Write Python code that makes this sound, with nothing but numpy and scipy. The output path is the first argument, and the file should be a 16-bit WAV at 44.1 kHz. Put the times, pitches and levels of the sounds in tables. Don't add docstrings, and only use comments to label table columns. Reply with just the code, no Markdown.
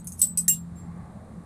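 import sys
import numpy as np
from scipy import signal
from scipy.fft import rfft, irfft
from scipy.io import wavfile
from scipy.ndimage import uniform_filter1d

SR = 44100
rng = np.random.default_rng(int(sys.argv[2]) if len(sys.argv) > 2 else 0)


def inscribe(sig):
    pcm = np.round(np.clip(np.atleast_2d(sig).T, -1, 1) * 32767)
    wavfile.write(sys.argv[1], SR, pcm.astype(np.int16))


N = 63945

# frequency_hz, relative_db
AIR_SPECTRUM = [(25, -29.5), (45, -12), (80, 1), (130, -4), (210, 1.5), (300, -14.5), (500, -22.5),
                (1100, -25), (1600, -31), (3000, -43), (4000, -37.5), (5500, -46), (9000, -35.5),
                (11500, -46.5), (13000, -52.5), (15000, -79.5)]
# peak_s, boost_db
RUMBLE_BOOSTS = [(1.015, 12), (1.16, 11.5)]
AIR_DB, RUMBLE_TOP_HZ, RUMBLE_WAVER_DB, SWELL_WIDTH_S = -46, 130, 3.5, 0.023

# time_s, level_db
HUM_LEVELS = [(0.0, -53), (0.064, -38.5), (0.164, -51.5), (0.424, -36.5), (0.66, -38), (0.84, -49),
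              (0.888, -39), (1.05, -45), (1.2, -73), (1.376, -40), (1.45, -50.5)]
# pitch_hz, level_db
MOTOR_TONES = [(60, -60), (85, -52), (128, -56.5), (214, -53.5)]
HUM_HZ, MOTOR_WAVER_DB, PITCH_DRIFT = 171.6, 2, 0.0137

# frequency_hz, relative_db
RUSTLE_SPECTRUM = [(150, 4.5), (350, 0), (600, -6), (850, -1), (980, -11), (1120, 1.5), (1300, -10.5),
                   (1500, -12), (2100, -15), (3000, -38), (8000, -43.5), (14000, -57)]
# time_s, level_db
RUSTLE_SWELL = [(.55, -63), (.8, -52), (1.0, -49), (1.22, -53.5), (1.45, -54)]
# time_s, pitch_hz, level_db
HOLLOW_PATH = [(0.698, 950, -73.5), (1.0, 830.4, -63.5), (1.22, 565.6, -52.5), (1.45, 538, -61.5)]
HOLLOW_WIDTH_HZ = 280

# pitch_hz, relative_db, t60_s
GLASS_MODES = [(1830, 6, 0.019), (3930, 6.5, 0.012), (5544, 12.5, 0.022), (6380, -4, .06)]
# start_s, pitch_hz, swell_s, gain_db, t60_s
GLASS_WALL_TONE = (.483, 2824, .026, -20, .1)
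GLASS_START_S, GLASS_DB = .48, -27

# pitch_hz, relative_db, t60_s
TINY_MODES = [(6380, 7.5, 0.021), (6700, 3.5, 0.035), (6860, 0, 0.04)]
SMALL_MODES = [(8035, 0, .15), (8090, 3, .022), (8112, -7, .11), (10470, -20, .11), (10680, -20, .09),
               (12740, -22, .12), (13518, -7.5, .09)]
MIDDLE_MODES = [(8080, 0, .095), (8295, -13, .1), (9275, -11, .1), (9700, -16, .1), (11430, -17, .11),
                (12770, -17, .08), (13340, -19, .1)]
LARGE_MODES = [(7476, -1, .235), (7563, -21, .2), (8979, -20, .13), (9318, -14, .13), (9372, -16, .14),
               (10385, -16, .17), (10545, -17, .17), (10980, -20, .17), (12490, -21, .07), (12760, -19, .1),
               (13570, -9, .21), (15650, -28, .05)]
LOOP_MODES = [(9200, 1, 0.05), (10150, 3.5, 0.063)]
# start_s, clack_db, low_edge_hz, tiny_db, small_db, middle_db, large_db, loop_db
CONTACTS = [(-.012, -39, 5900, -37, -49.5, -43.5, -73, -60),
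            (.0438, -41.5, 8100, -63, -67, -69, -65.5, -51.5),
            (.0708, -29, 5900, -35.5, -49, -61.5, -63, -35.5),
            (.0738, -39, 6000, -47.5, -56, -62, -57.5, -45.5),
            (.1201, -34, 5335, -37.5, -50, -42, -68, -61),
            (.1925, -29.5, 5500, -47.5, -36.5, -52.5, -56.5, -26.5),
            (.2155, -15, 3800, -38, -9, -24, -29, -32), (.23616, -30, 3400, -50, -20, -34, -50, -45),
            (.3738, -18, 4500, -43, -42.5, -15, -54, -42), (.3863, -33, 4700, -50, -45, -25, -54, -45),
            (.4800, -11, 5060, -23.5, -23.5, -38, -10.5, -48.5)]
# frequency_hz, relative_db
STEEL_SPECTRUM = [(400, -55), (1200, -20.5), (1700, -7), (2500, -6), (4000, -9), (5000, -8), (6400, -8),
                  (7300, -10.5), (8600, -0.5), (10200, 1.5), (11400, -6.5), (12200, -6.5), (12800, -13),
                  (13600, -8.5), (14600, -21), (16500, -37.5)]
# start_s, peak_s, end_s, level_db, low_edge_hz
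RUBS = [(.168, .208, .215, -43, 5300), (.512, .53, .562, -41, 3000), (.76, .785, .82, -65, 1500)]
# start_s, gain_db
SOFT_TOUCHES = [(0.755, -47.5), (0.778, -51.5)]
# start_s, length_s, change_db
SETTLINGS = [(.3, .02, -8), (.394, .008, -7), (.538, .024, -12)]
CLACK_RISE_S, CLACK_T60_S, RING_RISE_S = .0007, 0.026, 0.00288
TOUCH_RISE_S, TOUCH_DULL_DB_PER_KHZ = .007, 2.2

ROOM_T60_S, ROOM_DELAY_S, ECHO_LOWPASS_HZ = 0.14, 0.0044, 14340
CLACK_ROOM_DB, RING_ROOM_DB = -0.5, -7
RECORDER_TOP_HZ = 16400


def undb(db):
    return 10 ** (np.asarray(db) / 20)


def unit(x):
    return x / np.sqrt(np.mean(x ** 2))


def curve(points):
    return undb(np.interp(np.arange(N) / SR, *np.array(points).T))


def lowpass(order, top_hz):
    return signal.butter(order, top_hz, fs=SR, output="sos")


def colour(x, spectrum, edge_hz=1, shelf_db=-18):
    bin_hz = np.maximum(np.arange(N // 2 + 1) * SR / N, 1)
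    hz, db = np.array(spectrum).T
    shape = undb(np.interp(np.log(bin_hz), np.log(hz), db))
    shelf = undb(shelf_db) + 1 / (1 + (edge_hz / bin_hz) ** 10)
    return irfft(rfft(x) * unit(shelf * shape), N)


def noise(spectrum):
    return unit(colour(rng.standard_normal(N), spectrum))


def waver(rate_hz):
    hold = int(SR / rate_hz)
    steps = rng.standard_normal(N)[np.arange(N) // hold]
    return unit(uniform_filter1d(uniform_filter1d(steps, hold), hold))


def rise(age, rise_s):
    return 1 - np.exp(-np.maximum(age, 0) / rise_s)


def fade(age, t60):
    return (age >= 0) * np.exp(-np.log(1000) * np.maximum(age, 0) / t60)


def ring(modes, age, rise_s):
    tones = sum(undb(db) * fade(age, t60) * np.sin(2 * np.pi * hz * age) for hz, db, t60 in modes)
    return rise(age, rise_s) * tones


def room_tone(t):
    air = undb(AIR_DB) * noise(AIR_SPECTRUM)
    rumble = signal.sosfiltfilt(lowpass(2, RUMBLE_TOP_HZ), air)
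    hiss = air - rumble
    swells_db = sum(db * np.exp(-((t - peak) / SWELL_WIDTH_S) ** 2) for peak, db in RUMBLE_BOOSTS)
    return hiss + rumble * undb(RUMBLE_WAVER_DB * waver(rate_hz=25) + swells_db)


def motor():
    def tone(hz):
        pitch_hz = hz * (1 + PITCH_DRIFT * waver(rate_hz=14.19))
        return np.sqrt(2) * np.sin(2 * np.pi * np.cumsum(pitch_hz) / SR)
    hum = curve(HUM_LEVELS) * tone(HUM_HZ)
    return hum + sum(undb(db + MOTOR_WAVER_DB * waver(rate_hz=15)) * tone(hz) for hz, db in MOTOR_TONES)


def kitchen_reflections(sound):
    age = np.arange(SR // 2) / SR - ROOM_DELAY_S
    response = rng.standard_normal(len(age)) * fade(age, ROOM_T60_S)
    response = signal.sosfilt(lowpass(10, ECHO_LOWPASS_HZ), response / np.linalg.norm(response))
    return signal.fftconvolve(sound, response)[:N]


def pitcher(t):
    times, hz, db = np.array(HOLLOW_PATH).T
    slow_noise = unit(signal.sosfilt(lowpass(2, HOLLOW_WIDTH_HZ / 2), rng.standard_normal((2, N))))
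    phase = 2 * np.pi * np.cumsum(np.interp(t, times, hz)) / SR
    hollow = slow_noise[0] * np.cos(phase) + slow_noise[1] * np.sin(phase)
    rustle = curve(RUSTLE_SWELL) * noise(RUSTLE_SPECTRUM)
    return rustle + undb(np.interp(t, times, db)) * hollow


def glass(t):
    knock = undb(GLASS_DB) * ring(GLASS_MODES, t - GLASS_START_S, RING_RISE_S)
    start, hz, swell_s, db, t60 = GLASS_WALL_TONE
    age = t - start
    swell = np.clip(age / swell_s, 0, 1) ** 2
    return knock + undb(db) * swell * fade(age, t60) * np.sin(2 * np.pi * hz * age)


def spoon_touches(t):
    lowest_hz = LARGE_MODES[0][0]
    dulled = [(hz, db - TOUCH_DULL_DB_PER_KHZ * (hz - lowest_hz) / 1000, t60)
              for hz, db, t60 in LARGE_MODES]
    return sum(undb(db) * ring(dulled, t - start, TOUCH_RISE_S) for start, db in SOFT_TOUCHES)


def spoon_rubs(t):
    rubs = np.zeros(N)
    for start, peak, end, db, edge_hz in RUBS:
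        pressure = np.interp(t, [start, peak, end], [0, 1, 0])
        rubs += undb(db) * colour(pressure * rng.standard_normal(N), STEEL_SPECTRUM, edge_hz)
    return rubs


def spoon_clacks(t):
    clacks = np.zeros(N)
    for start, db, edge_hz, *_ in CONTACTS:
        age = t - start
        burst = rise(age, CLACK_RISE_S) * fade(age, CLACK_T60_S) * rng.standard_normal(N)
        clacks += undb(db) * colour(burst, STEEL_SPECTRUM, edge_hz)
    return clacks


def spoon_ringing(t):
    parts = (TINY_MODES, SMALL_MODES, MIDDLE_MODES, LARGE_MODES, LOOP_MODES)
    ringing = np.zeros(N)
    for struck, _, _, *parts_db in CONTACTS:
        damping_db = sum(db * np.clip((t - start) / length, 0, 1)
                         for start, length, db in SETTLINGS if start > struck)
        for modes, db in zip(parts, parts_db):
            ringing += undb(db + damping_db) * ring(modes, t - struck, RING_RISE_S)
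    return ringing


def scene():
    t = np.arange(N) / SR
    clatter = spoon_clacks(t) + spoon_rubs(t)
    ringing = glass(t) + spoon_touches(t) + spoon_ringing(t)
    reflections = kitchen_reflections(undb(CLACK_ROOM_DB) * clatter + undb(RING_ROOM_DB) * ringing)
    background = motor() + room_tone(t) + pitcher(t)
    return (background + reflections + clatter + ringing)[None]


def record(dry):
    return signal.sosfilt(signal.ellip(8, .2, 70, RECORDER_TOP_HZ, fs=SR, output="sos"), dry)


dry = scene()
out = record(dry)
inscribe(out)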